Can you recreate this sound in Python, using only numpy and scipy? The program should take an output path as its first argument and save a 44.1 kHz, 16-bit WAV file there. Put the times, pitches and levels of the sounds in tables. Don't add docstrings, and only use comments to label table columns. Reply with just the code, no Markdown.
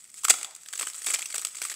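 import sys
import numpy as np
from scipy import signal
from scipy.fft import rfft, irfft
from scipy.io import wavfile

SR = 44100
rng = np.random.default_rng(int(sys.argv[2]) if len(sys.argv) > 2 else 0)


def log_audio(samples):
    frames = np.atleast_2d(samples).T
    limited = np.clip(frames, -1, 1)
    pcm = np.round(limited * 32767).astype(np.int16)
    wavfile.write(sys.argv[1], SR, pcm)


def gain_from_db(level_db):
    decades = np.asarray(level_db, float) / 20
    return 10 ** decades


N = 77175

# f/Hz, level per Hz/dB
HUSH_COLOUR = [(15, -10), (60, -3), (200, 1.5), (600, -8), (2000, -17.5), (8000, -45), (16000, -11.5)]
# t/s, creep level/dB
HAND_PULL = [(0, -50.5), (0.119, -51.5), (.185, -44), (.23, -44.5), (.36, -36.5), (.5, -54.5), (.72, -47),
             (.8, -34.5), (.92, -43), (1.05, -37.5), (1.09, -28), (1.16, -36.5), (1.28, -41.5), (1.36, -40),
             (1.52, -44.5), (1.6, -41), (1.65, -32.5), (1.75, -48)]
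# start t/s, level/dB, length/ms, block ring relative to
# the snaps/dB
SEAM_TEARS = [(0.0028, -49, 5, -2.5), (0.0414, -40, 2.1, -1.5), (0.1412, -34.5, 2.3, -6.5),
              (0.1785, -39, 14.4, -34), (0.2348, -22.5, 1.6, -13), (0.2507, -19.5, 2.6, -18),
              (0.2822, -20, 5.2, -0.5), (0.2972, -9.5, 13, -7), (0.3214, -47, 19, -23),
              (0.3388, -28, 3.9, 1.5), (0.3854, -32, 3.2, 3), (0.4117, -32.5, 3.7, 5),
              (0.4297, -23, 1.8, -1), (0.4457, -22.5, 1.23, 2.5), (0.5084, -39, 2.3, -4),
              (0.5495, -31, 2.2, -25), (0.5619, -31.5, 2, -6.5), (0.6327, -41, 3.2, -12),
              (0.66, -37, 2.6, -1.5), (0.6856, -28.5, 2.2, -6),
              (0.7273, -27.5, 2.4, -1.5), (0.7337, -26, 5.3, -4.5), (0.7521, -32.5, 9.1, -6.5),
                (0.7752, -31, 4.5, -34), (0.7915, -21, 1.1, -5.5), (0.8103, -23.5, 2.5, 4),
                (0.8178, -25.5, 4.1, -1.5), (0.8272, -25.5, 1.8, 6), (0.8307, -31, 3.9, 0.5),
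                (0.8689, -29, 5.1, 0), (0.8778, -34.5, 11, -4), (0.899, -30.5, 2.5, -10),
                (0.9337, -30.5, 2, -29), (0.9442, -32, 2.2, 1.5), (0.9493, -39, 9, -9),
                (0.9623, -32, 2.5, -5), (1.0181, -31.5, 3.1, -6), (1.0682, -16, 2.4, 0.5),
                (1.0857, -21.5, 0.9, -0.5), (1.094, -32, 2.5, -4), (1.102, -26.5, 6.5, -2.5),
                (1.1122, -36, 5.9, 6), (1.1403, -21.5, 9.7, -2.5), (1.1564, -31.5, 5.2, 2),
                (1.1879, -21.5, 1.3, -15), (1.1916, -28.5, 4.8, 1.5), (1.2068, -30, 3.4, -1),
                (1.2185, -26, 3.4, -28), (1.2248, -25.5, 1.9, 0),
              (1.2567, -24, 4.3, -9), (1.2876, -37, 2.7, -12), (1.301, -36, 8, 1.5),
               (1.3251, -29.5, 3, -8), (1.3434, -23.5, 4.2, -4), (1.3568, -23, 4.5, -9),
               (1.3607, -32.5, 5.2, 2), (1.3803, -18, 2.5, -6), (1.3937, -21, 1.5, -4),
               (1.4139, -29, 3.7, -33), (1.4199, -25.5, 1.7, -3), (1.4486, -16.5, 3.3, -8.5),
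               (1.4693, -25, 2.1, -5.5), (1.4837, -35, 4.4, -8), (1.5469, -38, 8.1, -1),
               (1.5537, -30.5, 2.8, -9), (1.5666, -34.5, 6.7, -2.5), (1.5829, -38, 6.4, -1.5),
               (1.6168, -25.5, 4.5, -4), (1.6232, -27.5, 4.5, -1.5), (1.6329, -34, 5, -1),
               (1.6506, -20.5, 2.23, -2.5), (1.6576, -34, 7.7, -9), (1.6841, -41, 3.1, -19),
               (1.6972, -29, 9.7, -6.5), (1.7095, -34, 15, -0.5), (1.7238, -33, 4, 1),
               (1.7393, -25.5, 2.1, -4.5),
              (0.166, -45, 10, -30), (0.2417, -25.5, 6.5, -5), (0.2445, -18, 2.5, -30),
                 (0.2472, -16, 6.8, -6.5), (0.294, -18, 8.9, -15), (0.3065, -19, 2.6, 5.5),
                 (0.795, -26.5, 3.4, 2.5), (0.8, -37, 5.6, -1), (0.837, -36, 2.6, -1), (1.062, -22, 6, -11),
                 (1.079, -30.5, 3.6, -2), (1.136, -19.5, 6.2, -4), (1.145, -28, 8.8, -1.5),
                 (1.3422, -27, 2.6, -1), (1.353, -25.5, 4.7, -7), (0.304, -12.5, 3.7, -2),
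                 (0.328, -29, 6, -14), (1.044, -29.5, 1.9, -7), (1.166, -31.5, 2.4, -4),
                 (1.43, -35, 2.7, -1), (1.503, -45, 4.3, 0)]
# f/Hz, level per Hz/dB
SNAP_COLOUR = [(300, -54), (2000, -16.5), (5000, -8.5), (7000, -2), (9000, -1.5), (11000, -13),
               (14000, -15), (16000, -18)]
# f/Hz, width/Hz, level/dB
BLOCK_RESONANCES = [(367, 197, -17), (710, 340, -17), (1280, 180, -6.5), (2250, 1200, 1.5),
                    (3360, 330, -5.5), (4620, 130, -6.5), (5100, 900, -8.5)]
# t/s, peak level/dB, f/Hz
HOLLOW_POPS = [(0.1416, -43, 2210), (0.2414, -36, 3250), (0.2502, -15.5, 1344), (0.2831, -17.5, 1260),
               (0.3017, -13, 2065), (0.3401, -24.5, 1280), (0.4116, -38, 3600), (0.4449, -33.5, 3490),
               (0.6597, -41.5, 1690), (0.6863, -40.5, 1620), (0.7342, -28, 1620), (0.7754, -36, 2980),
               (0.7943, -32, 2890), (0.8704, -26, 2910), (1.045, -36, 3260), (1.066, -24.5, 2370),
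               (1.1155, -35, 1340), (1.1407, -16, 2270), (1.1917, -34, 2290), (1.225, -25, 2440),
               (1.2564, -29, 2580), (1.3029, -38.5, 2220), (1.3263, -33, 2240), (1.3404, -31, 1900),
               (1.3812, -34, 3300), (1.4482, -29.5, 3010), (1.4696, -35, 3180), (1.5465, -42, 2250),
               (1.5673, -49, 2110), (1.6177, -24, 2420), (1.6506, -32, 2360), (1.6841, -36, 2150),
               (1.697, -34, 1900), (1.717, -30, 1830),
               (0.236, -34, 1210), (.306, -17.5, 3424), (.313, -19, 2690), (0.7335, -35, 1120),
               (.81, -26.5, 1294), (.831, -30.5, 1140), (.871, -27, 1540), (1.085, -29, 2460),
               (1.103, -36, 2190), (1.151, -40, 1230), (1.159, -25.5, 3120), (1.219, -28, 2090),
               (1.226, -26, 3440), (1.357, -31, 2500), (1.618, -37.5, 525), (1.617, -27, 1480),
               (1.619, -29.5, 4230), (1.652, -31, 1310)]
# t/s, peak level/dB, f/Hz
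TABLE_KNOCKS = [(0.296, -26.5, 762), (0.303, -22, 748), (0.338, -40, 750), (0.792, -45, 750),
                (0.818, -40, 431), (0.867, -49.5, 435), (1.016, -55, 444), (1.066, -52, 650),
                (1.083, -38, 410), (1.1, -43, 574), (1.139, -42, 667), (1.186, -39, 780), (1.34, -40, 614),
                (1.355, -40, 797), (1.379, -40.5, 457), (1.447, -46, 600), (1.616, -37, 596)]
# t/s, level/dB
TABLE_SHOVES = [
    (.3, -55.5),
    (.335, -57.5),
    (.4, -65),
    (.72, -74),
    (.82, -67),
    (1.09, -61.5),
    (1.14, -61),
    (1.2, -68),
    (1.37, -60),
]

HUSH_DB = -72.5
SNAPS_PER_S, SNAP_SCATTER_DB = 24000, 1
FLUTTER_DB, FLUTTER_PER_S = 1.8, 600
PATCH_DB, PATCH_PER_S = 3.5, 110
CREEP_TICKS_PER_S, CREEP_TICK_DB, CREEP_TICK_MS = 320, 8, 2.0
CREEP_BED_DB, CREEP_BLOCK_DB = -2.5, -11
ATTACK_MS, RELEASE_MS, SHORTEN_MS = .5, 0.75, 1.59
LINGER_DB, LINGER_MS = -8, 6.3
BLOCK_DB, BLOCK_SCATTER_DB = -4.5, 1.5
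POP_DB, POP_MS = -3.5, 1.0
KNOCK_DB, KNOCK_MS = -4, 2.02
PITCH_WOBBLE = .025
THUMP_HZ, THUMP_WIDTH_HZ, THUMP_MS = 266, 380, 17.5
DEEP_DB = -14
RUB_S, RUB_SPREAD_S, RUB_HZ, RUB_WIDTH_HZ, RUB_DB = .47, .05, 800, 300, -56
LOW_CUT_HZ, TOP_HZ = 250, 15650
ROOM_DB, ROOM_DELAY_S = -14, 0.0032
ROOM_T60_LOW_S, ROOM_T60_HIGH_S, ROOM_SPLIT_HZ, ROOM_HIGH_DB = 0.66, 0.41, 4100, 2.5
PORT_HZ, PORT_WIDTH_HZ, PORT_DB = 7890, 480, 9


def unit(x):
    return x / np.sqrt(np.mean(x ** 2))


def band(x, hz, width_hz):
    return signal.lfilter(*signal.iirpeak(min(hz, .45 * SR), hz / max(width_hz, 10), fs=SR), x)


def colour(x, points):
    hz, db = np.array(points, float).T
    size = 2048
    f = np.maximum(np.arange(size // 2 + 1) * SR / size, 1)
    log_gain = np.interp(np.log(f), np.log(hz), db) * np.log(10) / 20
    cepstrum = irfft(log_gain)
    cepstrum[1:size // 2] *= 2
    cepstrum[size // 2 + 1:] = 0
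    response = irfft(np.exp(rfft(cepstrum)))
    return signal.fftconvolve(x, response)[:N]


def walk(rate):
    a = np.exp(-2 * np.pi * rate / SR)
    drift = unit(signal.lfilter([1], [1, -2 * a, a * a], rng.standard_normal(N)))
    return 2 * np.tanh(drift / 2)


def room_hush():
    return gain_from_db(HUSH_DB) * unit(colour(rng.standard_normal(N), HUSH_COLOUR))


def creep():
    s, db = np.array(HAND_PULL).T
    pull = gain_from_db(2 * np.interp(np.arange(N) / SR, s, db))
    hit, size = rng.random((2, N))
    ticks = (hit < CREEP_TICKS_PER_S / SR) * gain_from_db(2 * CREEP_TICK_DB * size ** 2)
    ticks = signal.lfilter([1], [1, -np.exp(-2000 / CREEP_TICK_MS / SR)], ticks)
    return pull * (gain_from_db(2 * CREEP_BED_DB) + ticks / ticks.mean() / 2)


def tears():
    rows = np.array(SEAM_TEARS)
    share = gain_from_db(BLOCK_SCATTER_DB * rng.standard_normal((len(rows), len(BLOCK_RESONANCES))))
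    power = np.zeros((len(BLOCK_RESONANCES) + 1, N))
    for (start, db, length, block_db), mix in zip(rows, share):
        first = max(int((start - .01) * SR), 0)
        last = min(int((start + .08) * SR), N)
        i = np.arange(first, last)
        ms = (i / SR - start) * 1000 - SHORTEN_MS / 2
        late = np.maximum(ms - max(length - SHORTEN_MS, 0), 0)
        rise = np.exp(2 * np.minimum(ms, 0) / ATTACK_MS)
        fall = np.exp(-2 * late / RELEASE_MS) + gain_from_db(2 * LINGER_DB) * np.exp(-2 * late / LINGER_MS)
        gains = np.append(1, gain_from_db(block_db + BLOCK_DB) * mix)
        power[:, i] += gains[:, None] ** 2 * gain_from_db(2 * db) * rise * fall
    return power


def swarm():
    hit, sign, size = rng.random((3, N))
    strength = gain_from_db(-SNAP_SCATTER_DB * np.log(1 - size))
    snaps = (hit < SNAPS_PER_S / SR) * np.sign(sign - .5) * strength
    return unit(snaps * gain_from_db(FLUTTER_DB * walk(FLUTTER_PER_S)))


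def patchy(x):
    out, edges = 0, np.linspace(0, SR / 2, num=15)
    spectrum, f = rfft(x), np.arange(N // 2 + 1) * SR / N
    for lo, hi in zip(edges, edges[1:]):
        part = irfft(spectrum * ((f >= lo) & (f < hi)), N)
        out = out + gain_from_db(PATCH_DB * walk(PATCH_PER_S)) * part
    return unit(out)


def direct_snaps(power):
    snaps = patchy(swarm())
    return colour(snaps * np.sqrt(power), SNAP_COLOUR) / np.std(colour(snaps, SNAP_COLOUR)) / 2


def block_ringing(tear_power, seam):
    out = 0
    for (hz, width, db), power in zip(BLOCK_RESONANCES, tear_power):
        inside = swarm() * gain_from_db(PATCH_DB * walk(PATCH_PER_S))
        ring = band(inside * np.sqrt(power + gain_from_db(2 * CREEP_BLOCK_DB) * seam), hz, width)
        out = out + gain_from_db(db - 3) * ring * np.sqrt(SR / 10 / width)
    return out


def rings(rows, extra_db, rise_ms):
    out, s = np.zeros(N + SR), np.arange(SR // 20) / SR
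    age = s * 1000 / rise_ms
    shape = age * np.exp(1 - age)
    for (start, db, hz), (turn, glide) in zip(rows, rng.standard_normal((len(rows), 2))):
        pitch_drift = 1 + PITCH_WOBBLE * glide * (age / 2 - 1)
        phase = 2 * np.pi * (turn + hz * s * pitch_drift)
        i = int(start * SR)
        out[i:i + len(s)] += gain_from_db(db + extra_db) * shape * np.sin(phase)
    return out[:N]


def pops():
    return rings(np.array(HOLLOW_POPS), POP_DB, POP_MS)


def knocks():
    return rings(TABLE_KNOCKS, KNOCK_DB, KNOCK_MS)


def shoves():
    start, db = np.array(TABLE_SHOVES).T
    age = (np.arange(N) / SR - start[:, None]) * 1000 / THUMP_MS
    puffs = gain_from_db(db) @ np.exp(-.5 * age ** 2)
    noise = rng.standard_normal(N)
    body = band(band(noise, THUMP_HZ, THUMP_WIDTH_HZ), 2 * THUMP_HZ, 2 * THUMP_WIDTH_HZ)
    deep = signal.lfilter(*signal.butter(2, THUMP_HZ / 2, fs=SR), noise)
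    return puffs * (unit(body) + gain_from_db(DEEP_DB) * unit(deep))


def finger_rub():
    t = np.arange(N) / SR
    rub = band(rng.standard_normal(N), RUB_HZ, RUB_WIDTH_HZ)
    rub = unit(band(rub, RUB_HZ, 2 * RUB_WIDTH_HZ))
    return gain_from_db(RUB_DB) * rub * np.exp(-.5 * ((t - RUB_S) / RUB_SPREAD_S) ** 2)


def peeling():
    tear_power, seam = tears(), creep()
    foam = direct_snaps(tear_power[0] + seam) + block_ringing(tear_power[1:], seam)
    foam = foam + pops() + knocks() + finger_rub()
    foam = signal.lfilter(*signal.butter(3, LOW_CUT_HZ, "high", fs=SR), foam)
    return foam + shoves()


def room(x):
    t = np.arange(SR) / SR
    noise = rng.standard_normal(SR)
    low = signal.lfilter(*signal.butter(1, ROOM_SPLIT_HZ, fs=SR), noise)
    high = gain_from_db(ROOM_HIGH_DB) * (noise - low)
    onset = np.clip(t / ROOM_DELAY_S - 1, 0, 1)
    low_fade = np.exp(-np.log(1000) * t / ROOM_T60_LOW_S)
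    high_fade = np.exp(-np.log(1000) * t / ROOM_T60_HIGH_S)
    tail = onset * (low * low_fade + high * high_fade)
    tail = gain_from_db(ROOM_DB) * tail / np.sqrt(np.sum(tail ** 2))
    return x + signal.fftconvolve(x, tail)[:N]


def scene():
    hush = room_hush()
    return (room(peeling()) + hush)[None]


def band_limit(x):
    return signal.sosfilt(signal.butter(12, 16340, fs=SR, output="sos"), x)


def record(dry):
    mix = dry + (gain_from_db(PORT_DB) - 1) * band(dry, PORT_HZ, PORT_WIDTH_HZ)
    mix = signal.sosfilt(signal.ellip(10, .2, 60, TOP_HZ, fs=SR, output="sos"), mix)
    return band_limit(mix)


dry = scene()
out = record(dry)
log_audio(out)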